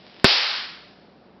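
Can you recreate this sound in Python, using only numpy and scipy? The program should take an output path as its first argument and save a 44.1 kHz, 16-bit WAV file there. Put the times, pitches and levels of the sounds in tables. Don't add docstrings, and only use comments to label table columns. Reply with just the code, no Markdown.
import sys
import numpy as np
from scipy import signal
from scipy.fft import rfft, irfft
from scipy.io import wavfile
from scipy.ndimage import uniform_filter1d

SR = 44100
rng = np.random.default_rng(int(sys.argv[2]) if len(sys.argv) > 2 else 0)


def log_audio(samples):
    frames = np.atleast_2d(samples).T
    limited = np.clip(frames, -1, 1)
    pcm = np.round(limited * 32767).astype(np.int16)
    wavfile.write(sys.argv[1], SR, pcm)


N = 61739

# f/Hz, relative level/dB
CRACK_SPECTRUM = [(100, -22.5), (500, 1), (1300, -0.5), (2400, 1.5), (4000, -9.5), (6000, -15)]
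# delay t/s, level/dB relative to the crack
EARLY_ECHOES = [(.0038, -5.5), (.0049, -3), (.0076, -2.5), (.0106, -1.5), (.0162, -7.5), (.0274, -8.5)]
# f/Hz, level/dB, decay time T60/s
CASE_MODES = [(155, -1, 0.047), (236.3, 4, 0.051), (391, 4, 0.078), (554, -5.5, 0.086), (671, 0.5, 0.048),
              (887, -5.5, 0.01), (1355, -6, 0.061)]
# f/Hz, relative level/dB, decay time T60/s
ROOM_BANDS = [(60, -44, .3), (148.5, -28.5, .3), (350, -9.5, .45), (710, -6.5, 0.62), (1500, -8, 0.83),
              (2700, -2.5, 0.7), (4500, 1.8, 0.65), (6060, 0, 0.6)]
# t/s, level/dB
LEAK_TICKS = [(0.0672, -23), (0.0703, -32.5), (0.0742, -32.5), (0.0981, -30), (0.1442, -26), (0.165, -24.5),
              (0.1695, -29.5), (0.1986, -20.5), (.2340, -30)]
# f/Hz, relative level/dB
CORONA_SPECTRUM = [(200, -10.5), (800, -6), (1500, -6), (3000, -3.5), (5000, -3.5), (6000, -7.5)]
# f/Hz, relative level/dB
RUMBLE_SPECTRUM = [(20, -25), (55, -8), (95, -4.5), (190, 0), (300, -1.5), (700, -6), (1100, -13.5),
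                   (2000, -20), (3500, -25), (6000, -27.5)]
# f/Hz, rms level/dB
HUM_TONES = [(59.5, -65), (193.8, -62.5), (236.9, -66.5), (360.7, -69.5), (570.6, -72.5), (721.4, -67.5)]

SPARK_S = .2439


def spark(crack_db=13.5, room_db=4):
    out, t = np.zeros(N), np.arange(N) / SR
    add(out, SPARK_S, amp(crack_db) * crack())
    for delay, db in EARLY_ECHOES:
        add(out, SPARK_S + delay, amp(crack_db + db) * crack())
    for hz, db, t60 in CASE_MODES:
        ring = amp(db) * 1000. ** (-t / t60) * np.sin(2 * np.pi * hz * t)
        add(out, SPARK_S + .0007, -ring)
    add(out, SPARK_S, amp(room_db) * room_response())
    return out


def crack(decay_s=.00037):
    fade = np.exp(-np.arange(512) / SR / decay_s)
    burst = noise(CRACK_SPECTRUM)[:len(fade)] * fade
    return burst * np.linalg.norm(fade) / np.linalg.norm(burst)


def room_response(linger_db=-37.5, linger_t60=1.64):
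    main = reverberation(lambda hz: interpolate(ROOM_BANDS, hz, column=2))
    lingering = reverberation(lambda hz: np.full(len(hz), linger_t60))
    return main + amp(linger_db) * lingering


def reverberation(t60, build_s=.005):
    reflections = noise(ROOM_BANDS, grain_db=.46)
    hz, t, spectra = signal.stft(reflections, SR, nperseg=512, noverlap=384)
    decay = 1000. ** (-t / t60(hz)[:, None])
    tail = signal.istft(spectra * decay, SR, nperseg=512, noverlap=384)[1][:N]
    return tail * (1 - np.exp(-np.arange(N) / SR / build_s))


def corona(hiss_db=-50, rise_db_per_s=12.5):
    ticks = np.zeros(N)
    for start, db in LEAK_TICKS:
        add(ticks, start, amp(db) * tick())
    walls = room_response()
    reflected = amp(-10.5) * signal.fftconvolve(ticks, walls / np.linalg.norm(walls))[:N]
    since_spark = np.arange(N) / SR - SPARK_S
    swell = amp(hiss_db + rise_db_per_s * since_spark) * (since_spark < 0)
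    return ticks + reflected + swell * noise(CORONA_SPECTRUM)


def tick(compression_s=.00007):
    age = np.arange(128) / SR / compression_s
    pulse = (1 - age) * np.exp(-age)
    return signal.lfilter(*signal.butter(1, 700, "high", fs=SR), pulse)


def ventilation(rumble_db=-52, waver_hz=5):
    t, hz = np.arange(N) / SR, np.fft.rfftfreq(N, 1 / SR)
    out = amp(rumble_db) * noise(RUMBLE_SPECTRUM)
    slow_band = np.exp(-(hz / waver_hz) ** 2)
    for tone_hz, db in HUM_TONES:
        drift = unit_rms(irfft(rfft(rng.standard_normal(N)) * slow_band, N))
        phase = 2 * np.pi * (tone_hz * t + rng.random()) + 1.7 * drift
        out += amp(db) * np.sqrt(2) * np.sin(phase)
    return out


def noise(spectrum, grain_db=0, top_hz=7000):
    clusters = amp(grain_db * unit_rms(uniform_filter1d(rng.standard_normal(N), size=40)))
    hz = np.fft.rfftfreq(N, 1 / SR)
    colour = amp(interpolate(spectrum, hz)) * (hz < top_hz)
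    return unit_rms(irfft(rfft(clusters * rng.standard_normal(N)) * colour, N))


def interpolate(table, hz, column=1):
    rows = np.array(table)
    return np.interp(np.log(hz + 1), np.log(rows[:, 0] + 1), rows[:, column])


def amp(db):
    return 10 ** (np.asarray(db) / 20)


def unit_rms(x):
    return x / np.sqrt(np.mean(x ** 2) + 1e-20)


def add(mix, start_s, sound):
    part = mix[round(start_s * SR):][:len(sound)]
    part += sound[:len(part)]


def scene():
    return (spark() + corona() + ventilation())[None]


def record(dry, limit_db=-11.5, attack_s=.0039, recover_db_per_s=48, overload_db=-2.5):
    hz = np.fft.rfftfreq(2 * N, 1 / SR)
    treble_loss = np.exp(-(np.maximum(hz - 4911, 0) / 470) ** 2 / 2)
    x = irfft(rfft(dry[0], 2 * N) * treble_loss)[:N]
    x = signal.lfilter(*signal.butter(1, 140, "high", fs=SR), x)
    power_db = 10 * np.log10(abs(uniform_filter1d(x ** 2, size=200, origin=99)) + 1e-12)
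    recovery_db = recover_db_per_s * np.arange(N) / SR
    held_db = np.maximum.accumulate(power_db + recovery_db) - recovery_db
    excess_db = np.maximum(held_db - limit_db, 0)
    pole = np.exp(-1 / (attack_s * SR))
    duck_db = signal.lfilter([1 - pole], [1, -pole], excess_db)
    x = np.clip(x * amp(-duck_db), -amp(overload_db), amp(overload_db))
    x = signal.lfilter(*signal.butter(1, 8300, fs=SR), x)
    band_limit = signal.firwin(255, 16800, window=("kaiser", 9), fs=SR)
    return signal.oaconvolve(x, band_limit, "same")[None]


dry = scene()
out = record(dry)
log_audio(out)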